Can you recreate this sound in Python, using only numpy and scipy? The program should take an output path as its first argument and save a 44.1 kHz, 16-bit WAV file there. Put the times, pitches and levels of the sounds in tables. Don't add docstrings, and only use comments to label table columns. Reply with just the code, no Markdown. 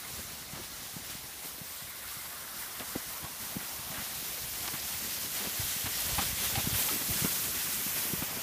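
import sys
import numpy as np
from scipy import signal
from scipy.fft import rfft, irfft
from scipy.io import wavfile
from scipy.ndimage import uniform_filter1d

SR = 44100
rng = np.random.default_rng(int(sys.argv[2]) if len(sys.argv) > 2 else 0)


def digitize_waveform(pressure):
    field = np.atleast_2d(pressure).T
    bounded = np.clip(field, -1, 1)
    quanta = np.round(bounded * 32767).astype(np.int16)
    wavfile.write(sys.argv[1], SR, quanta)


N = 371322
TIME_S = np.arange(N) / SR

# frequency in Hz, relative level in dB.
HISS_FAR_SPECTRUM = [(300, -7), (1000, -7.5), (2500, -1.5), (4000, 1), (6000, 1), (8000, 1), (10500, 0.7),
                     (13000, -1.5), (15500, -2)]
HISS_NEAR_SPECTRUM = [(300, -21), (1000, -6), (2500, -5.5), (3400, -5), (4600, -4), (6000, -2.5),
                      (8000, -4.5), (10500, -3), (13000, 2.5), (15500, -0.9)]
SCRAPE_SPECTRUM = [(100, -7), (250, -3.5), (450, -3), (800, 0.5), (1300, -4), (2000, -2), (3000, -5.5),
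                   (5000, -20), (10000, -9.5)]
RUMBLE_SPECTRUM = [(15, -43), (30, -42), (48, 4), (75, 5), (120, 1.5), (200, 1), (320, -5.5), (600, -11),
                   (1500, -61)]
CRUNCH_SPECTRUM = [(60, -35), (200, 10), (450, -0.5), (800, 0.5), (1300, -1), (2200, 0), (3500, -1.5),
                   (5200, -19), (14000, -27)]

# time in seconds, share of the near spectrum from 0 to 1.
HISS_BRIGHTNESS = [(1.35, 0.45), (1.55, 0.7), (1.9, 0.47), (6.2, 0.58), (7.3, 0.63), (8.2, 0.8)]
# time in seconds, gain in dB.
HISS_TREBLE = [(0, 1), (.5, -1.5), (1.0, -1.5), (1.36, 0.5), (1.52, 1.4), (1.9, 0), (2.35, 0.5), (2.9, 0),
               (3.5, -0.3), (4.5, 0), (5.4, -1), (6.66, -0.9), (6.8, 2), (6.96, 0.8), (7.3, 0.5),
               (7.75, -0.5), (8.15, 0.5), (8.3, -2.5)]
# time in seconds, centre in Hz, depth in dB.
HISS_HOLLOW = [(1.2, 8450, 1.5), (1.8, 6300, 2.5), (5.6, 9050, 0.5), (6.8, 5200, -0.5), (8.42, 3970, 2.5)]
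# time in seconds, centre in Hz, depth in dB.
HISS_NOTCH = [(1.35, 12800, 4), (1.52, 11900, 5), (1.7, 11100, 6), (1.95, 10500, 0)]
# time in seconds, centre in Hz, lift in dB.
RUNNER_RASP = [(0, 3970, 3), (1.1, 4100, 0.5), (1.6, 3700, 1.5), (3.7, 3900, 0), (4.2, 3900, 2.5),
               (4.6, 3300, 0), (5.1, 3250, 1), (5.6, 3350, 2), (6.1, 3160, 2), (6.7, 3320, 2.5),
               (7.2, 2900, 0), (7.6, 2300, 1), (8.0, 2500, 0.5), (8.42, 2280, 4)]
# time in seconds, centre in Hz, lift in dB.
PACKED_BAND = [(0, 1450, 4.5), (.4, 1450, 1.5), (.8, 1500, 1.5), (1.3, 1450, 1.5), (1.7, 1500, 1.5),
               (2.05, 1450, 5.5), (2.65, 1350, 5), (3.0, 1430, 7), (3.2, 1290, 5.5), (3.38, 1050, 2.5),
               (3.9, 1020, 5), (4.3, 990, 0), (4.9, 900, -1.5), (5.5, 950, -4.5), (6.3, 910, -2.5),
               (7.0, 800, -0.5), (7.5, 746, -5), (8.0, 675, -5), (8.35, 800, 1.5)]
# centre in Hz, width in Hz, gain on packed snow in dB.
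HULL_RESONANCES = [(1020, 450, 1), (1380, 100, 2), (2100, 190, 3.5), (2650, 200, -4)]
# time in seconds, dip as the rope slackens in dB, surge in dB.
ROPE_TUGS = [(.13, -2.5, 0.5), (.57, 2, 0), (.79, 0, 1), (1.075, 0, 2), (1.3, 1.5, 0), (1.42, 1.7, 1),
             (1.69, 2, 0.5), (1.93, 0.8, 2), (2.05, 3.5, 2), (2.33, 2, -0.2), (2.55, 2, 1.3),
             (2.81, 1, 0.5), (3.375, 2, 1), (3.62, -0.5, 0.7), (3.93, 0.9, -1), (4.13, -1, 1), (5.0, 0, 0),
             (5.33, 1, 0.5), (5.57, 1, 0.5), (5.96, 2, 1), (6.41, 1.5, 2.6), (6.6, 1.5, -1), (6.755, 0, 2),
             (7.09, 1.5, 0.5), (7.24, -1.5, 1), (7.61, 2.5, -0.5), (7.69, -1, 1.7), (7.9, 3, -0.5),
             (7.95, -2, 2.5)]
# time in seconds, distance in metres.
SLED_DISTANCE = [(.15, 4.7), (.5, 4.14), (2, 4), (3.7, 3.15), (5.2, 1.85), (6.2, 1.29), (7.28, 1.42),
                 (7.56, 1.25), (8.03, 1.54), (8.35, 1.8)]
# start in seconds, relative level in dB,
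# length in seconds, slab resonance in Hz, its width in octaves.
CRUST_COLLAPSES = [(0.538, -52.5, 0.052, 700, 1.7), (1.438, -55, 0.015, 600, 0.94),
                   (2.79, -47, 0.032, 650, 2.2), (3.22, -52, 0.043, 700, 1.1),
                   (3.592, -51, 0.038, 1700, 0.63), (3.876, -53.5, 0.1, 750, 0.78),
                   (3.924, -50, 0.09, 1450, 0.64), (4.627, -52.5, 0.037, 1000, 1.0),
                   (4.676, -42.5, 0.0095, 1000, 2), (4.724, -49, 0.035, 1300, 1.1),
                   (5.388, -48.5, 0.079, 428, 0.52), (5.849, -43.5, 0.026, 1100, 2.0),
                   (6.178, -36, 0.018, 825, 0.37), (6.208, -43, 0.021, 1260, 0.38),
                   (6.378, -49, 0.075, 2600, 0.86), (6.56, -43.5, 0.039, 784, 0.28),
                   (6.728, -44, 0.032, 1910, 2.1), (6.784, -44, 0.012, 2800, 0.55),
                   (6.898, -47, 0.046, 310, 0.49), (7.014, -46, 0.011, 1200, 1.0),
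                   (7.244, -43.5, 0.016, 1360, 0.45), (7.941, -47.5, 0.04, 2450, 0.44),
                   (8.219, -46, 0.011, 1000, 1.0), (8.271, -51.5, 0.04, 900, 0.89)]
# time in seconds, peak in dB, pitch in Hz.
HEAVY_KNOCKS = [(0.14, -40, 100), (0.251, -42, 100), (0.336, -42, 200), (0.535, -33.5, 180), (.6, -34, 374),
                (0.968, -29, 197), (1.1, -40, 164), (1.153, -37, 201), (1.457, -40, 318), (1.585, -40, 343),
                (1.616, -33.5, 185), (1.846, -45, 117), (2.17, -40, 139), (2.811, -46, 312),
                (2.9563, -27.5, 680), (2.961, -21, 302), (3.244, -35.5, 128), (3.557, -37, 188),
                (3.565, -32, 404), (3.569, -24.5, 197), (3.904, -35.5, 158), (3.985, -37, 109),
                (4.228, -38, 240), (4.436, -39, 84.5), (4.584, -44, 220), (4.741, -31.5, 185),
                (4.95, -39, 101), (5.049, -37.5, 246), (5.248, -41, 199), (5.474, -29.5, 258),
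                (5.599, -31, 110), (5.635, -37, 80), (5.652, -38, 131), (5.766, -36, 168),
                (5.845, -30, 112), (5.872, -35, 120), (6.067, -39, 120), (6.092, -37, 124),
                (6.12, -33, 112), (6.132, -30, 79.6), (6.184, -28, 95), (6.263, -33, 113), (6.3, -36, 75),
                (6.331, -31, 97), (6.579, -23, 115), (6.645, -32, 90), (6.675, -22.5, 167),
                (6.73, -25, 119), (6.752, -28.5, 84), (6.917, -42, 298), (6.945, -37, 278),
                (6.962, -30.5, 237), (7.016, -31, 308), (7.096, -29, 147), (7.108, -27.5, 95),
                (7.161, -34, 178), (7.223, -24, 166), (7.248, -18.5, 242), (7.259, -26, 288),
                (7.866, -32, 200), (8.053, -33, 300), (8.137, -22.5, 185), (8.19, -36, 86),
                (8.226, -27.5, 192), (8.375, -33.5, 232)]
# start in seconds, level in dB, decay in seconds, centre in Hz.
ICE_SNAPS = [(1.146, -44, 0.0044, 5000), (2.797, -35, .003, 4300), (2.803, -42, .008, 3000),
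             (4.677, -33, .005, 4200), (4.74, -41, .004, 3000), (5.862, -36, .008, 4800),
             (6.554, -28.5, 0.0065, 2370), (6.887, -29, 0.0053, 2600)]
# start in seconds, level in dB, pitch in Hz.
SHELL_CLONKS = [(6.185, -29, 800), (6.19, -33, 1250), (6.556, -30, 795), (6.584, -32, 784),
                (6.882, -32.5, 880), (6.892, -30, 1280), (7.27, -36, 1400)]
# time in seconds, bumpiness in dB, bass lift as the hull sinks in dB.
GROUND_PROFILE = [(0, 4.5, -1.5), (1.3, -0.5, 0), (2.0, -7.5, 5), (3.4, 0.5, -4), (4.6, -3.5, 4.5),
                  (5.25, -2, -4), (5.75, -7, 3.5), (6.35, -0.5, 2.5), (6.95, 1.5, -5), (7.3, 3.5, -9),
                  (7.7, -0.5, -5), (8.4, 3, -12)]
# time in seconds, notch spacing in Hz, an unused value.
REFLECTION_COMB = [(0, 480, -10), (2.7, 425, -2), (7.5, 437, 0)]


def hiss(pull_db, judder, judder_db=0.25, patchy_db=0.96, treble_hz=7000, level_at_1m_db=-29.0):
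    def field_db(hz, t):
        def moving_peak_db(rows, octaves):
            return follow(rows, t, column=2) * peak(hz, follow(rows, t), octaves)
        near = follow(HISS_BRIGHTNESS, t)
        base = (1 - near) * spectrum_db(HISS_FAR_SPECTRUM, hz) + near * spectrum_db(HISS_NEAR_SPECTRUM, hz)
        flicker = patchy_db * patches(hz, t, bins=30, frames=8)
        rasp = moving_peak_db(RUNNER_RASP, octaves=0.19)
        hollow = moving_peak_db(HISS_HOLLOW, octaves=0.27)
        notch = moving_peak_db(HISS_NOTCH, octaves=0.11)
        treble = follow(HISS_TREBLE, t) * (1 - 1 / (1 + (hz / treble_hz) ** 8))
        return base + flicker + rasp + treble - hollow - notch
    snow = unit(rng.standard_normal(N) + 0.39 * grains(per_s=7000, spread_db=0.5))
    gain_db = level_at_1m_db + spreading_db(TIME_S) + pull_db + judder_db * judder
    return reshape(snow, field_db) * from_db(gain_db)


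def scrape(pull_db, judder, judder_db=0.1, patchy_db=3.0, band_octaves=0.56, loose_ring_share=0.33,
           level_at_1m_db=-41.5):
    def field_db(hz, t):
        flat_band = 1 / (1 + (np.log2((hz + 1) / follow(PACKED_BAND, t)) / band_octaves) ** 10)
        singing = flat_band * follow(PACKED_BAND, t, column=2)
        modes = sum(db * np.exp(-((hz - mode_hz) / width_hz) ** 2)
                    for mode_hz, width_hz, db in HULL_RESONANCES)
        ring_share = loose_ring_share + (1 - loose_ring_share) * hardness(t)
        flicker = patchy_db * patches(hz, t, bins=3, frames=9)
        return spectrum_db(SCRAPE_SPECTRUM, hz) + singing + ring_share * modes + flicker
    snow = unit(rng.standard_normal(N) + 0.46 * grains(per_s=2500, spread_db=0.5))
    bite_db = 0.77 * pull_db + wander(rate_hz=11)
    effort_db = (1 - hardness(TIME_S)) * bite_db + judder_db * judder
    gain_db = level_at_1m_db + spreading_db(TIME_S, power=0.67) + effort_db
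    return reshape(snow, field_db) * from_db(gain_db)


def hardness(t, fully_packed_db=5):
    return np.clip(follow(PACKED_BAND, t, column=2) / fully_packed_db, 0, 1)


def rope_pull_db(uneven_db=0.47, slack_lead_s=0.065, slack_s=0.075, surge_s=0.04):
    pace_db = uneven_db * wander(rate_hz=11.5)
    t = np.arange(-SR // 4, SR // 2) / SR
    slack = np.exp(-((t + slack_lead_s) / slack_s) ** 2)
    surge = swell(np.maximum(t, 0) / surge_s)
    for time_s, slack_db, surge_db in ROPE_TUGS:
        add(pace_db, time_s + t[0], surge_db * surge - slack_db * slack)
    return pace_db


def crunches(clump_db=1.2, slab_lift_db=8.5, gain_db=6.5):
    fractures = grains(per_s=11000, spread_db=3.0) * from_db(clump_db * wander(rate_hz=59))
    out, t = np.zeros(N), np.arange(SR // 2) / SR
    hz = np.fft.rfftfreq(t.size, 1 / SR)
    for start_s, db, length_s, slab_hz, octaves in CRUST_COLLAPSES:
        shape_db = spectrum_db(CRUNCH_SPECTRUM, hz) + slab_lift_db * peak(hz, slab_hz, octaves)
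        snow = filtered(random_slice(fractures, t.size), from_db(shape_db))
        add(out, start_s, from_db(db + gain_db) * burst(snow, swell(t / (0.6 * length_s))))
    return out


def knocks(rise_cycles=0.39, decay_cycles=0.68, sag=0.19, lead_s=0.01181, crumble_db=-19, crumble_s=0.0092):
    out, t = np.zeros(N), np.arange(-lead_s, 0.08, 1 / SR)
    hz = np.fft.rfftfreq(t.size, 1 / SR)
    for time_s, db, pitch_hz in HEAVY_KNOCKS + light_knocks():
        rise_s, decay_s = rise_cycles / pitch_hz, decay_cycles / pitch_hz
        envelope = np.exp(-(np.minimum(t, 0) / rise_s) ** 2 - (np.maximum(t, 0) / decay_s) ** 0.87)
        cycles = np.cumsum(pitch_hz * (1 - sag * np.tanh(t / decay_s))) / SR
        blow = envelope * np.sin(2 * np.pi * (cycles + rng.random()))
        noise = rng.standard_normal(SR // 8)[:t.size]
        crumbs = unit(filtered(noise, peak(hz, 1.18 * pitch_hz, octaves=1.0)))
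        crumbs *= swell((t + lead_s) / crumble_s)
        add(out, time_s + t[0], from_db(db) * (blow + from_db(crumble_db) * crumbs))
    return out


def light_knocks(per_s=2.5, level_at_1m_db=-37, spread_db=10, centre_hz=176, spread_octaves=0.73):
    when, size, pitch = rng.random((100, 3))[:round(per_s * N / SR)].T
    time_s = when * N / SR
    peak_db = level_at_1m_db + spread_db * (2 * size - 1) + spreading_db(time_s)
    pitch_hz = centre_hz * 2 ** (spread_octaves * (2 * pitch - 1))
    return list(zip(time_s, peak_db, pitch_hz))


def snaps(onset_s=0.0005):
    cracks = grains(per_s=9000, spread_db=1)
    out, t = np.zeros(N), np.arange(SR // 10) / SR
    hz = np.fft.rfftfreq(t.size, 1 / SR)
    for start_s, db, decay_s, centre_hz in ICE_SNAPS:
        ice = filtered(random_slice(cracks, t.size), peak(hz, centre_hz, octaves=1.0))
        envelope = np.minimum(t / onset_s, 1) * np.exp(-t / decay_s)
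        add(out, start_s, from_db(db) * burst(ice, envelope))
    return out


def clonks(onset_s=0.0015, decay_s=0.0082):
    out, t = np.zeros(N), np.arange(SR // 10) / SR
    envelope = np.minimum(t / onset_s, 1) * np.exp(-t / decay_s)
    for start_s, db, pitch_hz in SHELL_CLONKS:
        add(out, start_s, from_db(db) * envelope * np.sin(2 * np.pi * pitch_hz * t))
    return out


def rumble(lumpy_db=3.0, bass_hz=130, level_at_1m_db=-45.5):
    jolts = unit(rng.standard_normal(N) + 0.41 * grains(per_s=160, spread_db=2.0))
    hull_db = spectrum_db(RUMBLE_SPECTRUM, np.fft.rfftfreq(N, 1 / SR))
    bumps = filtered(jolts, unit(from_db(hull_db)))
    bass = signal.sosfiltfilt(signal.butter(2, bass_hz, fs=SR, output="sos"), bumps)
    bass_gain = from_db(follow(GROUND_PROFILE, TIME_S, column=2))
    ride = (bumps + bass * (bass_gain - 1)) * from_db(lumpy_db * wander(rate_hz=20))
    gain_db = level_at_1m_db + spreading_db(TIME_S, power=0.88) + follow(GROUND_PROFILE, TIME_S)
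    return unit(ride) * from_db(gain_db)


def reflected(x, ripple_db=0.94, fade_hz=2300):
    def field_db(hz, t):
        comb = np.cos(2 * np.pi * hz / follow(REFLECTION_COMB, t))
        return -ripple_db * comb * np.exp(-(hz / fade_hz) ** 2)
    return np.std(x) * reshape(x, field_db)


def spreading_db(t, power=1.0):
    return -20 * power * np.log10(follow(SLED_DISTANCE, t))


def grains(per_s, spread_db):
    size = from_db(spread_db * np.minimum(rng.exponential(1, N), 4))
    return unit(size * rng.uniform(-1.11, 1, N) * (rng.random(N) < per_s / SR))


def wander(rate_hz, slowest_hz=2):
    hz = np.fft.rfftfreq(N, 1 / SR)
    return unit(filtered(rng.standard_normal(N), np.exp(-(hz / rate_hz) ** 2) * (hz > slowest_hz)))


def patches(hz, t, bins, frames):
    field = uniform_filter1d(rng.standard_normal((hz.size, t.size)), bins, axis=0)
    return unit(uniform_filter1d(field, frames, axis=1))


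def reshape(x, field_db):
    hz, t, frames = signal.stft(x, SR, nperseg=512, noverlap=384)
    frames = frames * from_db(field_db(hz[:, None], t[None]))
    return unit(signal.istft(frames, SR, nperseg=512, noverlap=384)[1][:N])


def filtered(x, bin_gains):
    return irfft(rfft(x) * bin_gains, x.size)


def random_slice(x, samples):
    return np.roll(x, rng.integers(N))[:samples]


def spectrum_db(rows, hz):
    row_hz, db = np.transpose(rows)
    return np.interp(np.log(hz + 1), np.log(row_hz), db)


def peak(hz, centre_hz, octaves):
    return np.exp(-(np.log2((hz + 1) / centre_hz) / octaves) ** 2)


def swell(age):
    return (age * np.exp(1 - age)) ** 2


def burst(x, envelope):
    return unit(x * envelope) * np.sqrt(np.mean(envelope ** 2))


def follow(rows, t, column=1):
    rows = np.asarray(rows)
    return np.interp(t, rows[:, 0], rows[:, column])


def add(mix, start_s, sound):
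    part = mix[max(round(start_s * SR), 0):][:len(sound)]
    part += sound[:len(part)]


def from_db(db):
    return 10 ** (np.asarray(db) / 20)


def unit(x):
    return x / np.sqrt(np.mean(x ** 2) + 1e-20)


def scene():
    pull_db, judder = rope_pull_db(), wander(rate_hz=86, slowest_hz=12)
    snow = hiss(pull_db, judder) + scrape(pull_db, judder) + crunches()
    sound = reflected(snow) + snaps() + clonks() + rumble() + knocks()
    return np.array([sound, sound])


def record(dry, low_cut_hz=29, high_cut_hz=15430):
    thin = signal.sosfilt(signal.butter(3, low_cut_hz, "highpass", fs=SR, output="sos"), dry)
    low_pass = signal.firwin(701, high_cut_hz, window=("kaiser", 8), fs=SR)
    return signal.oaconvolve(thin, low_pass[None], "same")


dry = scene()
out = record(dry)
digitize_waveform(out)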